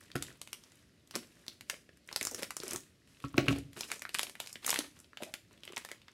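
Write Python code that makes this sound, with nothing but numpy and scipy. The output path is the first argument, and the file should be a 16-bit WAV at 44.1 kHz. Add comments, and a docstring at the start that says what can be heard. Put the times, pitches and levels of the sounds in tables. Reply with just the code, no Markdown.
"""A small foil snack bag is turned, cut and torn by hand in a quiet living room, an arm's length from the microphone.
Creases snap as short noise bursts ringing one facet, with foil fizz and a puff of the bag's air, over a crackle
of tiny random snaps. Biscuits bump inside as low resonant scuffs; scissors laid on a wooden table are decaying modes.
Early reflections, a sparse decaying tail and patchy household noise make the room."""
import sys
import numpy as np
from scipy import signal
from scipy.fft import rfft, irfft
from scipy.io import wavfile
from scipy.ndimage import uniform_filter1d

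SR = 44100
rng = np.random.default_rng(int(sys.argv[2]) if len(sys.argv) > 2 else 0)


def put_to_file(sound):
    """Save the sound as 16-bit audio at rate SR, in the file named by the first command-line argument."""
    columns = np.atleast_2d(sound).T  # one column per channel
    safe = np.clip(columns, -1, 1)
    whole_steps = np.round(safe * 32767)
    wavfile.write(sys.argv[1], SR, whole_steps.astype(np.int16))


N = 270333

# Treble colour of the foil. Each row: frequency in Hz, relative level in dB.
FOIL_COLOUR = [(3000, -21.5), (5000, 15), (7000, 13), (9500, 10.5), (12500, 6), (14500, -8), (16000, -14)]
# Colour of the whole film sounding. Each row: frequency in Hz, relative level in dB.
FILM_COLOUR = [(120, -23.5), (400, -2), (900, 1.5), (1500, 0), (2600, -0.5), (4000, -4), (6000, -12),
               (10000, -26.5)]


def gain_of(db):
    """Amplitude factor of a level in dB."""
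    return 10 ** (np.asarray(db) / 20)


def evened(x):
    """Scale to an RMS of 1."""
    return x / np.sqrt(np.mean(x ** 2) + 1e-20)


def peaked(x):
    """Scale to a peak of 1."""
    return x / (abs(x).max() + 1e-20)


def read(points, hz):
    """Read a curve of (Hz, value) points, interpolated over log frequency."""
    f, value = np.transpose(points)
    return np.interp(np.log(hz + 1), np.log(f + 1), value)


def add(mix, s, sound):
    """Lay a sound into the mix at s seconds, cut at the end."""
    part = mix[round(s * SR):][:len(sound)]
    part += sound[:len(part)]


def coloured(x, spectrum):
    """Causal filter with the given spectrum: the phase follows from the log gain."""
    hz = abs(np.fft.fftfreq(2048, 1 / SR))
    log_gain = np.log(gain_of(read(spectrum, hz)))
    taps = np.fft.ifft(np.exp(np.conj(signal.hilbert(log_gain)))).real[:1024]
    return signal.oaconvolve(x, taps)[:len(x)]


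def resonate(x, hz, width_hz):
    """One resonance of gain near 1: a single complex pole."""
    pole = np.exp((2j * hz - width_hz) * np.pi / SR)
    return 2 * signal.lfilter([1 - abs(pole)], [1, -pole], x).real


def resonate_twice(x, hz, width_hz):
    """The same resonance passed twice, for steeper sides."""
    return resonate(resonate(x, hz, width_hz), hz, width_hz)


def room_tone():
    """Low household rumble and hiss: shaped noise whose level is slightly patchy in time and frequency."""
    # Spectrum of the quiet room. Each row: frequency in Hz, relative density in dB per Hz.
    air_spectrum = [(18, -31), (30, -9), (71, 12), (280, 6.5), (937, -35.5), (1960, -10), (2350, -16),
                    (5310, -13), (12000, -52), (14800, -39), (16000, -51)]
    level_db = -68  # RMS
    frames, hz = N // 256 + 5, np.fft.rfftfreq(1024, 1 / SR)
    a, b, patches = rng.standard_normal((frames, 513, 3)).T
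    patches = uniform_filter1d(patches, 10, 0)  # over frequency
    patches = evened(uniform_filter1d(patches, 12, 1))  # over time
    patch_db = 2 * patches
    z = (a + 1j * b) * gain_of(read(air_spectrum, hz)[:, None] + patch_db)
    noise = signal.istft(z, nperseg=1024, noverlap=768)[1][:N]
    return gain_of(level_db) * evened(noise)


def room(x):
    """Sparse taps of random sign, each band dying at its own speed; three tails take turns."""
    # Decay of the living room. Each row: frequency in Hz, t60 in s.
    decay = [(125, 0.64), (300, 0.36), (800, 0.17), (2000, 0.26), (5000, 0.27), (12000, 0.3)]
    out = np.zeros(N)
    turn = 2 * np.pi * 3.1 * np.arange(N) / SR  # 3.1 Hz
    for k in range(3):
        taps = np.zeros(SR // 2)
        at = np.arange(330, len(taps) - 20, 20)
        taps[at + rng.integers(0, 20, len(at))] = rng.choice([-1., 1.], len(at))
        hz, t, z = signal.stft(taps, SR, nperseg=256)
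        fade_db = -60 * t / read(decay, hz)[:, None]
        tail = signal.istft(z * gain_of(fade_db), SR, nperseg=256)[1]
        share = np.sqrt(2 / 3) * np.cos(turn + k * np.pi / 3)  # the three powers sum to 1
        out += signal.fftconvolve(x * share, tail / np.linalg.norm(tail))[:N]
    return out


def echoes(x):
    """The first few reflections, each a single delayed copy."""
    # Off table, ceiling and walls. Each row: delay in s, level in dB.
    reflections = [(.0045, -41.5), (.0085, -22.5), (0.012, -19.5), (0.017, -21.5), (.021, -47.5)]
    return sum(gain_of(db) * np.pad(x, (round(s * SR), 0))[:N] for s, db in reflections)


def knocks():
    """Each blow rings the table top and rattles on for a moment; steel adds a clack from the upper modes."""
    # Blows on the table. Each row: start in s, peak of the wood in dB, peak of the steel clack in dB re wood,
    # freedom of the top to ring from 0 to 1.
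    blows = [(0.153, -31, -8, 0.55), (2.749, -44, 6.5, 0.5), (3.241, -31, 1.5, 0.53),
             (3.343, -32.5, 0, 0.23), (3.378, -23, -3.5, 0.77), (3.481, -20.5, -9.5, 0.84),
             (3.507, -21.5, -7.5, 0.48)]
    # Modes, six of wood then three of clack. Each row: frequency in Hz, relative level in dB,
    # t60 in s when fully free.
    modes = [(71.6, -19, 0.79), (132.8, 3, 0.21), (279.6, 0.5, 0.37), (360, -12, 0.23), (525, -5, 0.048),
             (630, -32, 0.069), (1126, 4.5, 0.16), (1312, 7.5, 0.083), (2570, 5, 0.015)]
    out, t = np.zeros(N), np.arange(SR // 2) / SR
    for (s, db, clack_db, free), noise in zip(blows, rng.standard_normal((len(blows), 3000))):
        freedom = np.clip(free, .2, 1)
        ring = [gain_of(mode_db - 60 * t / (t60 * freedom)) * np.sin(2 * np.pi * hz * t)
                for hz, mode_db, t60 in modes]
        rattle = 0.0077 * noise * np.exp(-t[:len(noise)] / 0.0065)
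        rattle[0] += 1  # the blow itself
        wood = sum(ring[:6]) * (1 - np.exp(-t / 0.0019))  # the bass swells slowly
        wood = peaked(signal.oaconvolve(wood, rattle))
        steel = peaked(signal.oaconvolve(sum(ring[6:]), rattle))
        add(out, s, gain_of(db) * (wood + gain_of(clack_db) * steel))
    return out


def bumps():
    """Dull soft blows: a rough scuff that dies away, heard around one low pitch."""
    # Biscuits bump inside the bag. Each row: start in s, peak in dB, pitch in Hz, t60 of the scuff in s.
    biscuits = [(1.159, -42, 240, 0.062), (1.731, -45.5, 550, 0.053), (2.316, -41.5, 390, 0.097),
                (2.425, -36, 525, 0.02), (2.634, -36.5, 378, 0.069), (2.741, -39, 382, 0.14),
                (4.788, -32, 303, 0.036), (5.204, -42, 620, 0.13), (5.221, -44.5, 480, 0.077),
                (5.262, -48, 620, 0.34), (5.701, -45.5, 368.4, 0.032)]
    out, t = np.zeros(N), np.arange(6000) / SR
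    for (s, db, hz, t60), noise in zip(biscuits, rng.standard_normal((len(biscuits), len(t)))):
        push = 1.54 * np.exp(-t / 0.0001) + noise * gain_of(-60 * t / max(t60, .01))
        thud = resonate(resonate(push, hz, 0.14 * hz), hz, 0.95 * hz)
        add(out, s, gain_of(db) * peaked(thud))
    return out


def bag_air(x):
    """The hollow low voice of the bag: resonances of its air and panels."""
    # Each row: frequency in Hz, width of each of two passes in Hz, level in dB.
    hollows = [(279.5, 300, 5), (360.5, 253, 7.5), (527, 383, 5.5)]
    return sum(gain_of(db) * resonate_twice(x, hz, width) for hz, width, db in hollows)


def handling():
    """Levels of film, fizz and rub in dB: each squeeze grips, holds and lets go; powers add over the rest level."""
    # The fingers work the bag. Each row: start in s, hold in s, film level in dB, foil fizz in dB re film,
    # low rub in dB re film.
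    squeezes = [(0.0, 0.01, -55.5, -3, -3), (0.187, 0.12, -58, -7.5, -2), (0.49, 0.31, -67, -3.5, -3),
                (1.151, 0.0083, -52, -8, -4), (1.22, 0.3, -68.5, -2.5, -1), (1.7, 0.035, -61, -2, 0.5),
                (2.1, 0.068, -63, -6, -0.5), (2.21, 0.14, -57.5, -3, -7), (2.383, 0.036, -57, 2.5, -0.5),
                (2.633, 0.12, -51.5, -3.5, -4), (3.09, 0.16, -70, -0.5, -9),
                (3.225, 0.069, -58.5, -9.5, -1), (3.38, 0.027, -46.5, -18, 6), (3.481, 0.057, -49.5, -7, 4),
                (3.773, 0.058, -52.5, -3.5, -2.5), (3.905, 0.013, -49.5, -0.5, -3.5),
                (4.144, 0.11, -59.5, 5.5, -0.5), (4.41, 0.079, -57.5, -2, -12.5),
                (4.653, 0.14, -47.5, -4.5, -9.5), (4.965, 0.02, -65, -3.5, -10),
                (5.222, 0.037, -59.5, -1, -1), (5.523, 0.02, -65.5, -7, 1), (5.642, 0.28, -60, -10.5, -10),
                (6.08, 0.092, -68, -13, -18)]
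    # Film, fizz and rub at rest, in dB.
    rest_db = (-76.5, -81, -75)
    grip_db_per_s, let_go_db_per_s = 514, 179
    t = np.arange(0, N / SR + .01, .002)
    power = gain_of(rest_db)[:, None] ** 2
    for s, hold, db, fizz_db, rub_db in squeezes:
        rise_db = grip_db_per_s * (t - s)
        fall_db = let_go_db_per_s * (s + hold - t)
        shape_db = np.minimum(0, np.minimum(rise_db, fall_db))
        power = power + gain_of(db + shape_db + np.array([[0], [fizz_db], [rub_db]])) ** 2
    return [np.interp(np.arange(N) / SR, t, 10 * np.log10(row)) for row in power]


def ticks(film_db):
    """Stray little creases at random moments, each ringing one facet for a millisecond or so; they follow the film."""
    # Pitches of the facets, in Hz.
    facet_hz = (1770, 2700, 4160, 6500, 9500)
    per_s, least_db, spread_db = 49, 6, 3.1  # the softest tick peaks 6 dB above the film level
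    tick_db = film_db + least_db + spread_db * np.minimum(rng.exponential(1, N), 3)
    size = gain_of(tick_db) * (rng.random(N) < per_s / SR)
    facet = rng.integers(0, len(facet_hz), N)
    noise = rng.standard_normal((len(facet_hz), 300))
    burst = noise * np.exp(-np.arange(noise.shape[1]) / (0.0017 * SR))
    out = np.zeros(N)
    for k, hz in enumerate(facet_hz):
        tick = peaked(resonate_twice(burst[k], hz, 0.51 * hz))
        out += signal.oaconvolve(size * (facet == k), tick)[:N]
    return out


def grains(per_s, spread_db, rub):
    """Random tiny snaps, a few of them large, each smeared over some milliseconds, on a smooth rub."""
    size = gain_of(spread_db * np.minimum(rng.exponential(1, N), 3.6)) * (rng.random(N) < per_s / SR)
    smeared = signal.lfilter([1], [1, -np.exp(-1 / (0.0065 * SR))], size)
    return (rub + smeared) * rng.standard_normal(N)


def crackle():
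    """Fine creasing under the fingers: film and foil crackle apart, the air of the bag follows the film.
    Light handling is a smooth rub, firm handling breaks up into grains."""
    film_db, fizz_db, rub_db = handling()
    firm = np.clip((np.maximum(film_db, fizz_db) + 73.5) / 16, 0, 1)
    film_grains = evened(grains(per_s=220, spread_db=6.5, rub=0.96))
    film = firm * film_grains + (1 - firm) * rng.standard_normal(N)
    foil_grains = evened(grains(per_s=260, spread_db=4.5, rub=0.3))
    foil = firm * foil_grains + (1 - firm) * rng.standard_normal(N)
    film_sound = gain_of(film_db) * evened(coloured(film, FILM_COLOUR))
    low_rub = gain_of(rub_db) * evened(bag_air(film))
    fizz = gain_of(fizz_db) * evened(coloured(foil + 0.55 * film, FOIL_COLOUR))
    return film_sound + low_rub + fizz + ticks(film_db)


def snaps():
    """A crease flips in a millisecond or two: its facet rings briefly, the foil fizzes, the bag puffs.
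    Gives what reaches the microphone directly and what is thrown toward the walls."""
    # Creases that snap. Each row: start in s, peak of the facet and film in dB, pitch of the facet in Hz,
    # treble fizz in dB re that peak, puff of the bag in dB re that peak.
    creases = [(0.102,-46.5,1570,-13,-4),(.116,-36.5,3370,-20,-30),(0.155,-22.5,1400,-10,-0.5),(.162,-30.5,1470,2,-18),(0.224,-29.5,3450,4,-22),(0.266,-43,2700,-13,-15),(.314,-48,1420,-15,-6),(.415,-33,3210,4,-21),(.474,-36,2720,-4,-34),(.53,-26.5,2600,1.5,-25),(0.637,-44,5060,-30,-28),(0.719,-55,1600,5,-20),(1.074,-54,3800,5.5,-27),(1.11,-37,5070,-13,-29),(1.154,-18.5,5000,-7,-18),(1.16,-28,1040,4.5,0),(1.465,-41,4590,-6,-31),(1.481,-24.5,4600,-21,-21),(1.609,-35.5,2310,-2,-32),(1.698,-22.5,2230,0.5,-28),(1.741,-38,1940,-12,-8),(1.891,-46,1735,-35,-1),(1.972,-55,2000,3,-25),
               (2.075,-50.5,4930,7,-13),(2.089,-32,2220,-41,-19),(2.113,-39.5,1053,-19,-27),(2.127,-29,4400,-9,-19),(2.161,-16,4770,-6,-40),(2.211,-23.5,2100,-1,-13),(2.228,-25.5,6460,-2,-35),(2.251,-19,7500,-25,-26),(2.27,-18.5,5940,-42,-24),(2.312,-39,6380,9,-40),(2.346,-24.5,5640,-7,-17),(2.424,-33.5,740,3,-4.5),(2.431,-21.5,4570,-8.5,-11.5),(2.506,-29.5,1590,1,-47),(2.567,-24.5,5530,-3,-23),(2.601,-28.5,4800,-32,-10),(2.634,-34.5,1250,4,-22),(2.68,-33,5400,7,-6),(2.709,-29.5,5870,3,-11),(2.733,-23.5,8850,-31,-10),(2.76,-23.5,6400,-35,-45),
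               (3.074,-55,2810,-2,-10),(3.202,-46,2654,-7,-24),(3.38,-14,1530,-38,-0.5),(3.466,-35,1418,-13,-15),(3.483,-10.5,2250,-52,-9.5),(3.527,-29,2380,-33,1.5),(3.585,-49,2190,12.5,-6),(3.731,-44,3810,-3,-22),(3.772,-40,1005,0,-3),(3.778,-41.5,1974,-1,0),(3.808,-23,5100,-12,-48),(3.833,-28.5,3020,-22,-37),(3.902,-32,1970,-17,-29),(3.916,-20,1710,-4,-20),(3.942,-40,2850,-16,-21),(3.994,-33.5,6360,-21,-29),
               (4.02,-29.5,1540,-0.5,-14),(4.052,-24,1576,-31,-36),(4.092,-31.5,2520,-3,-18),(4.144,-28,2900,5.5,-42),(4.148,-20,2490,-5,-31),(4.186,-25,2900,-2,-24),(4.193,-15.5,2570,-6,-50),(4.213,-33,2670,6,-41),(4.231,-23.5,2520,3.5,-31),(4.268,-35.5,2800,-19,-35),(4.296,-37.5,2560,1,-43),(4.353,-37,1897,-7,-41),(4.401,-25.5,3300,0.5,-47),(4.461,-35.5,4740,-17,-42),(4.472,-35.5,2560,0,-36),(4.528,-43,6710,12,-36),(4.556,-29,2400,-26,-13.5),(4.646,-27.5,2730,-7,-40),(4.664,-17.5,8700,-23,-33),(4.678,-23,1320,-4,-32),(4.688,-25,6800,-15,-14.5),(4.693,-20.5,2550,1.5,-31),(4.704,-17.5,5190,4,-38),(4.713,-22.5,2800,-6,-16),(4.728,-21,1010,-12,-18),(4.742,-24.5,2440,3.5,-31),(4.759,-22.5,2570,-9,-31),(4.789,-19.5,3100,3,-7),
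               (4.99,-47,6620,-12,-12),(5.001,-43,7850,-11,-24),(5.044,-48,3700,-32,-27),(5.132,-41,1340,-54,-12),(5.172,-32,2700,-31,-50),(5.222,-37,802,-5,3.5),(5.233,-32,2280,0,-25),(5.339,-27.5,1900,-0.5,-17),(5.51,-51.5,1050,-28,-20),(5.576,-51,2520,-11,-16),(5.634,-34,3330,-24,-18),(5.652,-42,2500,2,-34),(5.677,-33,2540,-30,-10.5),(5.722,-42,1070,1.5,-17),(5.733,-40.5,2130,-12,-2),(5.763,-29,5800,-31,-34),(5.769,-25,1970,-30,-25),(5.778,-32.5,970,5.5,-6.5),(5.849,-33.5,1940,2.5,-46),(5.888,-36.5,1920,-5,-31),(5.915,-30.5,1820,-2.5,-9.5),(6.017,-45.5,2980,-21,-26),(6.082,-40.5,1910,-34,-17)]
    broad_db, broad_per_fizz = -5.5, 0.16  # the whole film sounds along, more so in fizzy snaps
    walls_db, walls_per_octave_db = 2, 0.6  # share thrown to the walls at 2500 Hz, its change with pitch
    direct, thrown, t = np.zeros(N), np.zeros(N), np.arange(1600) / SR
    for (s, db, hz, fizz_db, puff_db), noise in zip(creases, rng.standard_normal((len(creases), len(t)))):
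        decay = np.exp(-t / 0.00074) + 0.093 * np.exp(-t / 0.0095)
        z = rfft(noise * (1 - np.exp(-t / 0.0003)) * decay)
        flip = irfft(z / abs(z) ** 0.028)  # spectrum slightly evened out
        flip = flip * (1 - np.exp(-t / 0.00051)) * np.exp(-t / 0.024)
        broad = gain_of(broad_db + broad_per_fizz * fizz_db) * coloured(flip, FILM_COLOUR)
        facet = resonate_twice(flip, hz, 0.68 * hz) + broad
        fizz = gain_of(fizz_db) * peaked(coloured(flip, FOIL_COLOUR))
        puff = gain_of(puff_db) * peaked(bag_air(flip))
        snap = gain_of(db) * (peaked(facet) + fizz + puff)
        add(direct, s, snap)
        add(thrown, s, gain_of(walls_db + walls_per_octave_db * np.log2(hz / 2500)) * snap)
    return direct, thrown


def scene():
    """The bag and table heard close, their reflections and tail, and the quiet room."""
    direct, thrown = snaps()
    rest = bumps() + knocks() + crackle()
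    to_walls = thrown + rest
    close = direct + rest
    tail = gain_of(-12.5) * room(to_walls)
    return (close + echoes(to_walls) + tail + room_tone())[None]


def record(dry):
    """A small microphone that drops the deep bass; then the band limit of the recorder."""
    thin = signal.sosfilt(signal.butter(4, 48, "highpass", fs=SR, output="sos"), dry)
    band_limit = signal.firwin(255, 15900, window=("kaiser", 9), fs=SR)  # edge in Hz
    return signal.oaconvolve(thin, band_limit[None], "same")


dry = scene()
out = record(dry)
put_to_file(out)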